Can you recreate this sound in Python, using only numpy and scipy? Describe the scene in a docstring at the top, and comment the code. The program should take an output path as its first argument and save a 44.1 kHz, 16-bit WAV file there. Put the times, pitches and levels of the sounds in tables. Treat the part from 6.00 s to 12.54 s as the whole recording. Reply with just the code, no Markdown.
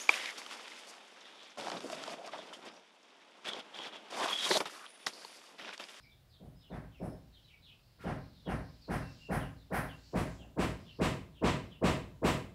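"""Outdoor air rumbles under a faint, restless hiss, and small birds chirp and whistle from the start.
Near a concrete corner, out of sight, something is beaten: a few trial taps, then, from about 2 s,
soft blows in a steady rhythm, while one bird repeats a falling call. From about 4 s the blows are
firmer and brighter. Each is a short pulse that comes round the walls as a swell of echoes."""
import sys
import numpy as np
from scipy import signal
from scipy.fft import rfft, irfft, next_fast_len
from scipy.io import wavfile
from scipy.ndimage import uniform_filter1d

SR = 44100
rng = np.random.default_rng(int(sys.argv[2]) if len(sys.argv) > 2 else 0)


def generate_wav(sig):
    """Save sig (samples, or channels by samples) to the path in sys.argv[1] as 16-bit PCM at SR."""
    pcm = np.round(np.clip(np.atleast_2d(sig).T, -1, 1) * 32767).astype(np.int16)
    wavfile.write(sys.argv[1], SR, pcm)


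N = 288414
CUTOFF_HZ = 15700
RESPONSE_SAMPLES = 32768
RESPONSE_HZ = np.maximum(np.fft.rfftfreq(RESPONSE_SAMPLES, 1 / SR), 1)
RESPONSE_S = np.arange(RESPONSE_SAMPLES) / SR


def from_db(db):
    """Decibels to gain."""
    return 10 ** (np.asarray(db) / 20)


def unit_rms(x):
    """Scale to rms 1."""
    return x / np.sqrt(np.mean(x ** 2) + 1e-20)


def at_hz(table, hz, column=1):
    """Interpolate a table column over log frequency."""
    table = np.array(table, float)
    return np.interp(np.log(hz), np.log(table[:, 0]), table[:, column])


def add(out, start_s, sound):
    """Mix a sound in at start_s."""
    at = max(round(start_s * SR), 0)
    out[at:at + len(sound)] += sound[:max(len(out) - at, 0)]


def minimum_phase(gain_db):
    """Causal filter spectrum for a gain curve: nothing sounds early."""
    cepstrum = irfft(np.log(from_db(gain_db)))
    half = len(cepstrum) // 2
    return np.exp(rfft(np.r_[cepstrum[0], 2 * cepstrum[1:half], cepstrum[half], np.zeros(half - 1)]))


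def coloured_noise(colour):
    """Steady noise of a given colour, rms 1."""
    hz = np.maximum(np.fft.rfftfreq(N, 1 / SR), 1)
    return unit_rms(irfft(rfft(rng.standard_normal(N)) * from_db(at_hz(colour, hz)), N))


# Outdoor air spectrum: freq_hz, density_db
AIR_COLOUR = [(18, -23), (30, -1.5), (70, 2), (120, 2.5), (160, -2), (210, -10.5), (420, -17), (620, -16.5),
              (1100, -21), (2400, -25), (3800, -23.5), (6700, -34), (15500, -32)]


def air(level_db=-64.5):
    """Steady low rumble of outdoor air."""
    return from_db(level_db) * coloured_noise(AIR_COLOUR)


def flutter(noise, depth_db=2.5, rate_hz=16, bands=8):
    """Each band of a noise swells and sinks at random; rms 1."""
    size = next_fast_len(N)
    spectrum, hz = rfft(noise, size), np.fft.rfftfreq(size, 1 / SR)
    centres_hz = np.linspace(2000, 5500, bands)
    steps = np.arange(N) / SR * rate_hz
    out = np.zeros(N)
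    for k, swing in enumerate(rng.standard_normal((bands, RESPONSE_SAMPLES))):
        gain = np.interp(steps, np.arange(RESPONSE_SAMPLES), from_db(depth_db * swing))
        band = np.interp(hz, centres_hz, np.arange(bands) == k)
        out += gain * irfft(spectrum * band, size)[:N]
    return unit_rms(out)


# Hiss band levels, before gain: time_s, main_db, upper_db
HISS_LEVELS = [(0, -72.5, -91), (0.48, -102, -91), (1.22, -80, -86), (1.9, -76.5, -89.5),
               (2.28, -73, -87.5), (2.72, -72, -82.8), (3.23, -64.5, -74), (3.53, -83, -80.5),
               (3.66, -76, -85), (4.05, -68.5, -73.5), (4.35, -68.5, -67.5), (4.52, -96, -82.6),
               (4.8, -72.5, -78.3), (4.93, -66.5, -84.8), (5.3, -91, -89), (5.67, -73, -84),
               (5.78, -89, -92), (6.17, -88, -83)]
# Hiss band spectra: freq_hz, density_db
HISS_MAIN_COLOUR = [(1500, -21), (2700, -8.5), (3400, -10), (4000, -3), (5100, -2.5), (5700, -10),
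                    (7000, -32)]
HISS_UPPER_COLOUR = [(4500, -7), (5800, 4), (7600, 7), (8800, -12), (11000, -19)]


def far_hiss(main_gain_db=0.5, upper_gain_db=-2.0):
    """Two bands of distant hiss come and go; the main one flutters."""
    time_s, main_db, upper_db = np.transpose(HISS_LEVELS)
    now_s = np.arange(N) / SR
    main = from_db(np.interp(now_s, time_s, main_db) + main_gain_db)
    upper = from_db(np.interp(now_s, time_s, upper_db) + upper_gain_db)
    return main * flutter(coloured_noise(HISS_MAIN_COLOUR)) + upper * coloured_noise(HISS_UPPER_COLOUR)


def bird_note(length_s, start_hz, fall_oct, gain_db=-7.0, waver=0.024, buzz_hz=450, buzz_depth=0.9,
              early_t60_s=0.27, late_t60_s=0.41, late_db=-16.0):
    """One falling, hoarse whistle, blurred by scattering off walls."""
    wobble, scatter = rng.standard_normal((2, RESPONSE_SAMPLES))
    progress = np.linspace(0, 1, int(length_s * SR))
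    buzz_cycles = progress * length_s * buzz_hz
    end_hz = start_hz * 2 ** -fall_oct
    pitch_hz = end_hz + (start_hz - end_hz) * (1 - progress) ** 1.3
    pitch_hz *= 1 + waver * np.interp(buzz_cycles, np.arange(RESPONSE_SAMPLES), wobble)
    hoarseness = np.clip(3 * np.log2(pitch_hz / end_hz), 0, 1)   # clears as the pitch settles
    buzz = 1 + buzz_depth * hoarseness * np.sin(2 * np.pi * buzz_cycles)
    envelope = progress ** 0.85 * np.sqrt(1 - progress)
    note = unit_rms(np.sin(2 * np.pi * np.cumsum(pitch_hz) / SR) * buzz * envelope)
    decay = from_db(-60 * RESPONSE_S / early_t60_s) + from_db(late_db - 60 * RESPONSE_S / late_t60_s)
    return from_db(gain_db) * signal.fftconvolve(note, scatter * decay / np.linalg.norm(decay))


# Bird chirps, before gain: start_s, length_s, start_hz, level_db
BIRD_CHIRPS = [(0.015, 0.039, 5500, -61.5), (0.086, 0.046, 4100, -60.5), (0.279, 0.098, 5050, -60.5),
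               (0.585, 0.095, 4300, -60.5), (0.688, 0.042, 4160, -59.5), (0.905, 0.1, 3500, -61.5),
               (1.315, 0.075, 4240, -57.5), (1.424, 0.04, 4440, -59.5), (1.46, 0.098, 3400, -57),
               (1.614, 0.1135, 4250, -52), (2.334, 0.06, 4540, -60.5), (2.798, 0.066, 5250, -57),
               (3.545, 0.078, 4950, -64), (4.05, 0.037, 5100, -64)]
FALL_OCT_PER_S = 6.8


def chirps():
    """Quick bird chirps with one mean fall rate, so longer ones drop further."""
    out = np.zeros(N)
    for start_s, length_s, start_hz, level_db in BIRD_CHIRPS:
        add(out, start_s, from_db(level_db) * bird_note(length_s, start_hz, FALL_OCT_PER_S * length_s))
    return out


# Bird whistles, before gain: start_s, length_s, start_hz, level_db
BIRD_WHISTLES = [(0.031, 0.023, 2408, -50.5), (0.543, 0.086, 5240, -67.5), (0.931, 0.24, 5410, -71.5),
                 (1.985, 0.064, 1393, -46.5), (2.993, 0.096, 2770, -59), (3.181, 0.133, 2820, -55)]


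def whistles(sag_oct=0.068):
    """Bird whistles of nearly level pitch."""
    out = np.zeros(N)
    for start_s, length_s, start_hz, level_db in BIRD_WHISTLES:
        add(out, start_s, from_db(level_db) * bird_note(length_s, start_hz, sag_oct))
    return out


# Path round the walls: freq_hz, arrival_s, swell_s, decay_start_s, t60_s
ECHO_PATH = [(54.7, 0.0058, 0.087, 0.081, 0.64), (129, 0, 0.056, 0.039, 0.68), (220, 0, 0.03, 0.056, 0.6),
             (372, 0, 0.019, 0.047, 0.47), (525, 0.0, 0.03, 0.047, 0.47),
             (1250, 0.0027, 0.057, 0.086, 0.39), (2870, 0.026, 0.026, 0.083, 0.4),
             (8000, 0.022, 0.039, 0.075, 0.36)]


def echo_swarm(smooth_hz=64, bands=24):
    """Spectrum of dense echoes. Lows bend round the corner first; highs need a few bounces."""
    white = rfft(rng.standard_normal(RESPONSE_SAMPLES))
    centres_hz = np.geomspace(40, CUTOFF_HZ, bands)
    swarm = 0
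    for k, hz in enumerate(centres_hz):
        band = np.interp(np.log(RESPONSE_HZ), np.log(centres_hz), np.arange(bands) == k)
        arrival_s, swell_s, decay_start_s, t60_s = (at_hz(ECHO_PATH, hz, col) for col in range(1, 5))
        swell = np.clip((RESPONSE_S - arrival_s) / swell_s, 0, 1)
        decay = from_db(-60 * np.maximum(RESPONSE_S - decay_start_s, 0) / t60_s)
        echoes = rfft(irfft(white * band) * swell * decay)
        swarm = swarm + echoes * np.sqrt(np.sum(band ** 2) / np.sum(abs(echoes) ** 2))
    power = uniform_filter1d(abs(swarm) ** 2, round(smooth_hz / RESPONSE_HZ[1]))
    return swarm * minimum_phase(-10 * np.log10(power + 1e-9))   # flatten to about unit gain


# Bare-wall reflections, relative to the swarm: delay_s, level_db, cutoff_hz
REFLECTIONS = [(0.0358, -14.5, 660), (0.0516, -13.5, 790), (.094, -10.5, 400)]


def wall_echoes():
    """Spectrum of the single reflections that stand out of the swarm."""
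    return sum(from_db(level_db) * np.exp(-2j * np.pi * RESPONSE_HZ * delay_s)
               / (1 + 1j * RESPONSE_HZ / cutoff_hz) for delay_s, level_db, cutoff_hz in REFLECTIONS)


# Soft and firm blow spectra: freq_hz, density_db
SOFT_COLOUR = [(22, -30), (45, -7), (60, -3), (85, -6), (160, -1), (330, -13.5), (520, -12.5), (780, -16),
               (1100, -17.5), (1700, -16), (2500, -27), (3700, -39.5), (5800, -38), (7200, -45),
               (9800, -30.5), (15500, -42.5)]
FIRM_COLOUR = [(22, -24), (45, -7.5), (60, -3.5), (85, -4.5), (180, 0.5), (310, -4), (430, -1),
               (850, -17.5), (1150, -14.5), (1450, -22.5), (2500, -21.5), (3600, -26.5), (6500, -35),
               (7700, -30.5), (9200, -37.5), (15500, -51)]
# Resonances of the beaten object and its surroundings: freq_hz, width_hz, soft_db, firm_db
BLOW_RESONANCES = [(59.3, 7.4, 11, 9.5), (114, 87, 2, 3), (168.3, 40, 3, 1.5), (231.6, 9.6, 6, 6),
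                   (275, 12.7, 9, 5.5), (341.2, 13, 5.5, 6.5), (394, 5.3, -1, 8.5), (390, 29, 6, -3),
                   (538, 12, 1.5, 1), (627.2, 46, 6, 8), (659.6, 12.5, 1, 7.5), (720, 18, 6.5, 5),
                   (785, 67, 6.5, 4), (911.5, 10, 1, 7), (984.7, 8, -0.5, 10.5), (1029, 9.4, 5.5, 6),
                   (1177, 13, -9.5, 0.5), (2606, 25, -1, 0), (2850, 21, -2, 1)]


def blow_colour_db(firmness):
    """Spectrum of a blow from soft (0) to firm (1); its ringing resonances change with firmness."""
    colour_db = (1 - firmness) * at_hz(SOFT_COLOUR, RESPONSE_HZ)
    colour_db += firmness * at_hz(FIRM_COLOUR, RESPONSE_HZ)
    for freq_hz, width_hz, soft_db, firm_db in BLOW_RESONANCES:
        width_hz = max(width_hz, freq_hz / 45)   # damping caps Q at 45
        peak = 1 / (1 + (2 * (RESPONSE_HZ - freq_hz) / width_hz) ** 2)
        colour_db += ((1 - firmness) * soft_db + firmness * firm_db) * peak
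    return colour_db


# Thud, knock, slap, crack, fizz and top bands: centre_hz
BLOW_BANDS_HZ = [150, 600, 1600, 4800, 9500, 13500]


def blow_tone_db(knock_db, slap_db, sparkle_db):
    """Tone curve of one blow: knock sets the low mids, slap the mids, sparkle the treble."""
    crack_db, fizz_db, top_db = slap_db - 2, 0.6 + 0.7 * sparkle_db, -1.3 + 1.27 * sparkle_db
    bands_db = [0, knock_db, slap_db, crack_db, fizz_db, top_db]
    return np.interp(np.log(RESPONSE_HZ), np.log(BLOW_BANDS_HZ), bands_db)


# Taps and blows, before gain: start_s, thud_db, firmness, knock_db, slap_db, sparkle_db
BLOW_HITS = [(0.391, -52.5, 0, -2, -21.5, -17), (0.692, -45, 0, 0.5, -2.5, -19),
             (0.992, -41.5, 0.18, 3.5, -11, -9.5), (1.973, -60, 0.63, -11, 14, 8),
             (2.032, -38.5, 0.19, 3, 0.5, -16), (2.341, -63, 0, -21, -22, -18),
             (2.454, -37.5, 0.07, 2.5, 1, -11), (2.873, -36.5, 0.18, 1, 3.5, -4),
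             (3.282, -35.5, 0.03, 3, 3, -2), (3.7, -38.5, 0, 6.5, 9.5, 5.5), (4.124, -34, 0.55, 0.5, 3, -1),
             (4.38, -58, 0, 4.5, -9.5, -21), (4.559, -33, 0.81, -0.5, 5.5, 1),
             (4.983, -32.5, 0.95, -1, 6.5, 3), (5.409, -32, 0.98, 0.5, 8, 0.5),
             (5.809, -31, 0.96, 1, 7, 2.5), (6.214, -32, 0.97, 2, 8.5, 7)]


def blows(gain_db=56.0, soft_change_hz=3500, firm_change_hz=11000, min_change=0.12, spot_change=0.77):
    """One pulse per blow, heard round the walls; small shifts of contact reshuffle mostly the highs."""
    out, walls, soft_spot = np.zeros(N), wall_echoes(), echo_swarm()
    # firm blows land a little apart
    firm_spot = np.sqrt(1 - spot_change) * soft_spot + np.sqrt(spot_change) * echo_swarm()
    swarms = np.array([echo_swarm() for _ in range(4)])
    thud_band = (RESPONSE_HZ > 60) & (RESPONSE_HZ < 300)
    for start_s, thud_db, firmness, knock_db, slap_db, sparkle_db in BLOW_HITS:
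        colour_db = blow_colour_db(firmness) + blow_tone_db(knock_db, slap_db, sparkle_db)
        colour_db -= 10 * np.log10(np.mean(from_db(colour_db[thud_band]) ** 2))
        change_hz = (1 - firmness) * soft_change_hz + firmness * firm_change_hz
        change = np.clip(min_change + RESPONSE_HZ ** 2 / (RESPONSE_HZ ** 2 + change_hz ** 2), 0, 1)
        shared = (1 - firmness) * soft_spot + firmness * firm_spot
        reshuffled = unit_rms(rng.standard_normal(len(swarms))) @ swarms / np.sqrt(len(swarms))
        path = np.sqrt(1 - change) * shared + np.sqrt(change) * reshuffled + walls
        add(out, start_s, from_db(thud_db + gain_db) * irfft(path * minimum_phase(colour_db)))
    return out


# One bird's calls, before gain: start_s, level_db
BIRD_CALLS = [(2.025, -58), (2.441, -50), (3.385, -51), (3.869, -52.5), (4.374, -56), (4.855, -53),
              (5.335, -57), (5.695, -54)]


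def calls(length_s=0.065, start_hz=3600):
    """One bird repeats the same falling note."""
    out = np.zeros(N)
    for start_s, level_db in BIRD_CALLS:
        add(out, start_s, from_db(level_db) * bird_note(length_s, start_hz, FALL_OCT_PER_S * length_s))
    return out


def scene():
    """Blows, birds, hiss and air in mono."""
    return (blows() + chirps() + calls() + whistles() + far_hiss() + air())[None]


def record(dry):
    """Steep low-pass at CUTOFF_HZ."""
    return signal.sosfilt(signal.ellip(12, .1, 80, CUTOFF_HZ, fs=SR, output="sos"), dry)


dry = scene()
out = record(dry)
generate_wav(out)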